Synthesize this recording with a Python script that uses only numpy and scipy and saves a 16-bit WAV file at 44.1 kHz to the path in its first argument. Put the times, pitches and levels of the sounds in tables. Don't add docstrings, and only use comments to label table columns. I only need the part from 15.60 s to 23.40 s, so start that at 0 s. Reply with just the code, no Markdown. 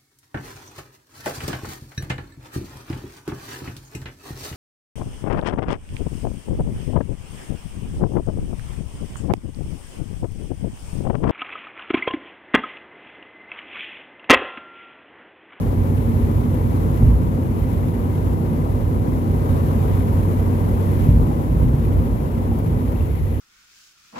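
import sys
import numpy as np
from scipy import signal
from scipy.fft import rfft, irfft
from scipy.io import wavfile
from scipy.ndimage import uniform_filter1d

SR = 44100
rng = np.random.default_rng(int(sys.argv[2]) if len(sys.argv) > 2 else 0)


def wrap_up_sound(samples):
    columns = np.atleast_2d(samples).T
    tamed = np.clip(columns, -1, 1)
    steps = np.round(tamed * 32767).astype(np.int16)
    wavfile.write(sys.argv[1], SR, steps)


N = 343980
TIME_S = np.arange(N) / SR
HZ = np.maximum(np.arange(N // 2 + 1) * SR / N, 1)

# time_s, coarseness_db
ASPHALT = [(0, -0.6), (1.3, 0.7), (1.7, -0.9), (2.45, -0.55), (3.6, 0.2), (4.0, 2), (5.4, 1.26),
           (5.9, -0.3), (6.6, -0.8), (7.0, -0.6), (7.33, -0.3), (7.52, -4), (7.8, -4)]


def from_db(db):
    return 10 ** (np.asarray(db) / 20)


def in_time(rows):
    time_s, *columns = np.transpose(rows)
    return [np.interp(TIME_S, time_s, column) for column in columns]


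def in_frequency(rows):
    hz, *columns = np.transpose(rows)
    return [np.interp(np.log(HZ), np.log(hz), column) for column in columns]


def butter(edge_hz, kind, order):
    return signal.freqs(*signal.butter(order, 1, kind, analog=True), HZ / edge_hz)[1]


def resonances(modes):
    return np.array([from_db(db) / (1 + 1j * (HZ ** 2 - hz ** 2) / (HZ * width_hz))
                     for hz, width_hz, db in modes])


def pan(db):
    return from_db(np.array([[db], [-db]]) / 2)


def drift(rate_hz):
    slow = irfft(rfft(rng.standard_normal(N)) / (1 + (HZ / rate_hz) ** 2), N)
    return slow / slow.std()


def cabin_noise(colour, steady_s):
    # freq_hz, correlation, left_minus_right_db
    sound_field = [(56, .95, -.3), (80, .8, -1), (115, .78, -3), (170, .88, .3), (260, .7, 1),
                   (420, .68, 1.6), (560, .15, 1.3), (680, -.25, 3), (820, -.38, 7), (980, -.66, 4),
                   (1300, -.63, 3), (1600, -.1, 6), (2400, 0, 13), (3300, 0, 12.5), (4800, 0, 7),
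                   (6800, 0, 7.5), (8600, 0, .3), (11000, 0, 1.3), (13000, 0, 6)]
    alike, lean_db = in_frequency(sound_field)
    alike = np.clip(alike, -.99, .99)
    left, right = from_db(lean_db / 2), from_db(-lean_db / 2)
    common, opposed = rfft(rng.standard_normal((2, N))) * np.sqrt([1 + alike, 1 - alike])
    centre = np.sqrt(left ** 2 + right ** 2 + 2 * alike * left * right)
    noise = irfft(np.array([left * (common + opposed), right * (common - opposed)]) * colour / centre, N)
    power = uniform_filter1d(np.mean(noise ** 2, axis=0), int(steady_s * SR))
    noise = noise / np.sqrt(power + 1e-20)
    return noise / noise.mean(axis=0).std()


def cabin_modes(drive, cutoff_hz=366):
    # freq_hz, width_hz, rolling_db, bump_db
    modes = [(55.5, 9.1, -0.5, 1), (83, 16, -9, -34), (115, 17, -5, -2), (141.3, 11, -4.5, 2),
             (160.9, 7.3, -6, -3), (172, 13, -9.5, -24), (190, 12, -19, -17), (231, 11.4, -4.5, -6),
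             (256, 14.2, -7.5, 1), (297, 22.6, -15, -5), (337.6, 10.5, -14.5, -14)]
    gain_column = {"rolling": 2, "bump": 3}[drive]
    return resonances(np.array(modes)[:, [0, 1, gain_column]]) * np.abs(butter(cutoff_hz, "low", order=2))


def wavy_road():
    # middle_s, length_s, boom_rise_db, rumble_rise_db
    stretches = [(0.85, 1.6, 2.5, 1.3), (1.52, .46, 10.5, 2.5), (4.1, 1.5, 3, 1.2), (5.55, 0.67, 9.5, 4),
                 (6.048, 0.39, 6.5, 5), (6.39, 0.58, 8.5, 2), (7.1, 0.63, 0.5, 2), (7.5, .85, 6, 0)]
    rise_db = 0
    for middle_s, length_s, boom_db, rumble_db in stretches:
        hump = np.cos(np.pi * np.clip((TIME_S - middle_s) / length_s, -.5, .5)) ** 2
        rise_db = rise_db + np.outer([boom_db, rumble_db], hump)
    return rise_db


def road(crossover_hz=87.4, low_cut_hz=45.8, boom_throb_db=2.5, rumble_throb_db=1.14):
    coarse_db, = in_time(ASPHALT)
    coarse_db = np.minimum(coarse_db, -0.05)
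    boom_rise_db, rumble_rise_db = wavy_road()
    mode_power = np.sum(np.abs(cabin_modes("rolling")) ** 2, axis=0)
    colour = np.sqrt(mode_power) * butter(low_cut_hz, "high", order=4)
    boom = cabin_noise(colour * butter(crossover_hz, "low", order=6), steady_s=.15)
    rumble = cabin_noise(colour * butter(crossover_hz, "high", order=6), steady_s=.12)
    boom_db = -26 + boom_rise_db + boom_throb_db * drift(rate_hz=14)
    rumble_db = -23 + 1.13 * coarse_db + rumble_rise_db + rumble_throb_db * drift(rate_hz=15.5)
    return boom * from_db(boom_db) + rumble * from_db(rumble_db)


def engine(octave_db=-19.5, waver_hz=0.19, waver_db=0.7, left_lag_s=0.00068):
    # time_s, firing_hz
    speed = [(0, 91.94), (1.2, 92.03), (3.0, 92.83), (4.2, 92.62), (5.3, 93.94), (6.3, 93.2), (7.1, 92.4),
             (7.8, 91.5)]
    # time_s, level_db
    load = [(0, -21.6), (1.5, -22), (1.8, -26.5), (2.5, -22.5), (3.15, -25.5), (3.8, -21.5), (4.3, -20.5),
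            (5.45, -21), (5.7, -27.5), (6.1, -26.5), (6.36, -20), (6.58, -32.5), (6.9, -26), (7.8, -25)]
    firing_hz, = in_time(speed)
    level_db, = in_time(load)
    cycles = np.cumsum(firing_hz + waver_hz * drift(rate_hz=2.3)) / SR
    phase = 2 * np.pi * (cycles - firing_hz * np.array([[left_lag_s], [0]]))
    drone = np.sqrt(2) * (np.sin(phase) + from_db(octave_db) * np.sin(2 * phase))
    return drone * from_db(level_db + waver_db * drift(rate_hz=5.4)) * pan(db=-2)


def tyres(roar_db=-33, tread_db=-43.5, grain_db=0.88):
    # freq_hz, density_db
    roar_spectrum = [(230, -14.5), (320, -1), (440, 0), (550, -5), (650, -12), (760, -20.5), (1000, -44.5)]
    # freq_hz, density_db
    tread_spectrum = [(560, -18), (680, -2), (745, -2), (790, 2), (860, -2), (965, 1), (1040, -3.5),
                      (1130, -6.5), (1300, -11), (1600, -15), (2400, -42)]
    coarse_db, = in_time(ASPHALT)
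    roar = cabin_noise(from_db(in_frequency(roar_spectrum)[0]), steady_s=.2)
    tread = cabin_noise(from_db(in_frequency(tread_spectrum)[0]), steady_s=.19)
    roar *= from_db(roar_db + 0.98 * coarse_db)
    tread *= from_db(tread_db + 1.1 * coarse_db)
    return (roar + tread) * from_db(grain_db * drift(rate_hz=24))


def wind(rush_db=-52.5, hiss_db=-53, flutter_db=1.0):
    # time_s, swing_db
    level_curve = [(0, -0.3), (0.65, 1.0), (0.85, -0.2), (1.38, 1.5), (1.55, -1.5), (1.8, -2), (2.02, 0.1),
                   (3.15, -1.5), (3.62, -1), (3.98, 2), (5.15, 1.5), (5.42, 4), (5.58, -0.8), (6.45, -0.5),
                   (6.85, -2), (7.42, 0.3), (7.55, -0.5), (7.8, 0.5)]
    # freq_hz, density_db
    rush_spectrum = [(900, -11.5), (1600, -2.5), (2000, 2), (2500, -3.5), (3200, -7), (4200, -13),
                     (5500, -23), (8000, -45)]
    # freq_hz, density_db
    hiss_spectrum = [(2500, -5.5), (4800, -11), (6000, -8), (7600, -6.5), (8600, -14), (10000, -6.5),
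                     (11000, 3), (11900, 3), (12800, 1), (14000, -6.5), (15800, -13.5)]
    swing_db, = in_time(level_curve)
    rush = cabin_noise(from_db(in_frequency(rush_spectrum)[0]), steady_s=.51)
    hiss = cabin_noise(from_db(in_frequency(hiss_spectrum)[0]), steady_s=.37)
    rush *= from_db(rush_db + 0.95 * swing_db)
    hiss *= from_db(hiss_db + 1.13 * swing_db)
    return (rush + hiss) * from_db(flutter_db * drift(rate_hz=45))


def bumps(low_cut_hz=36):
    # time_s, peak_db, contact_s
    impacts = [(1.431, 0, 0.0052), (1.465, -7.5, .0058), (1.536, -11, 0.0027), (5.4892, -3.5, 0.0038),
               (5.542, -6, 0.0049), (5.622, -8, 0.0054), (5.968, -9.5, 0.0046), (6.062, -5, 0.0043),
               (6.141, -10.5, 0.0037)]
    response = cabin_modes("bump").sum(axis=0) * butter(low_cut_hz, "high", order=2)
    thumps = 0
    for time_s, peak_db, contact_s in impacts:
        push = np.exp(-np.minimum((2 * (TIME_S - time_s) / contact_s) ** 2, 50))
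        thump = irfft(rfft(push) * response, N)
        thumps = thumps + from_db(peak_db) * thump / np.abs(thump).max()
    return thumps * pan(db=-1)


def strike(touches, modes, cutoff_hz):
    response = resonances(modes).sum(axis=0) * butter(cutoff_hz, "low", order=4)
    impulses = np.zeros(N)
    for start_s, peak_db in touches:
        impulses[int(start_s * SR)] = from_db(peak_db)
    return irfft(rfft(impulses) * response, N) / np.abs(irfft(response, N)).max()


def trim_ticks():
    # start_s, peak_db
    touches = [(5.6298, -37), (5.6782, -39), (6.5377, -41), (6.9887, -28), (7.0165, -36), (7.6821, -37),
               (7.757, -40)]
    # freq_hz, width_hz, gain_db
    modes = [(7500, 1200, -9), (10500, 900, -6), (13400, 700, 0), (14900, 600, 0)]
    return strike(touches, modes, cutoff_hz=17000) * pan(db=2.5)


def panel_knocks():
    # start_s, peak_db
    touches = [(5.712, -28), (5.797, -34), (6.917, -29)]
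    # freq_hz, width_hz, gain_db
    modes = [(745, 27, -3), (807, 35, 7), (875, 27, -8)]
    return strike(touches, modes, cutoff_hz=1100) * pan(db=11)


def squeaks(width_s=0.004, jitter_rad=0.5):
    # middle_s, pitch_hz, peak_db
    slips = [(7.361, 2680, -46), (7.410, 2690, -43), (7.586, 2150, -49)]
    jitter = jitter_rad * drift(rate_hz=400)
    chirps = 0
    for middle_s, pitch_hz, peak_db in slips:
        envelope = from_db(peak_db) / (1 + ((TIME_S - middle_s) / width_s) ** 2) ** 2
        chirps = chirps + envelope * np.sin(2 * np.pi * pitch_hz * TIME_S + jitter)
    return chirps * pan(db=6)


def scene():
    return road() + engine() + tyres() + wind() + bumps() + trim_ticks() + panel_knocks() + squeaks()


def record(dry):
    rounded = dry / (1 + dry ** 8) ** (1 / 8)
    return signal.sosfilt(signal.ellip(12, .1, 90, 15800, fs=SR, output="sos"), rounded)


dry = scene()
out = record(dry)
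wrap_up_sound(out)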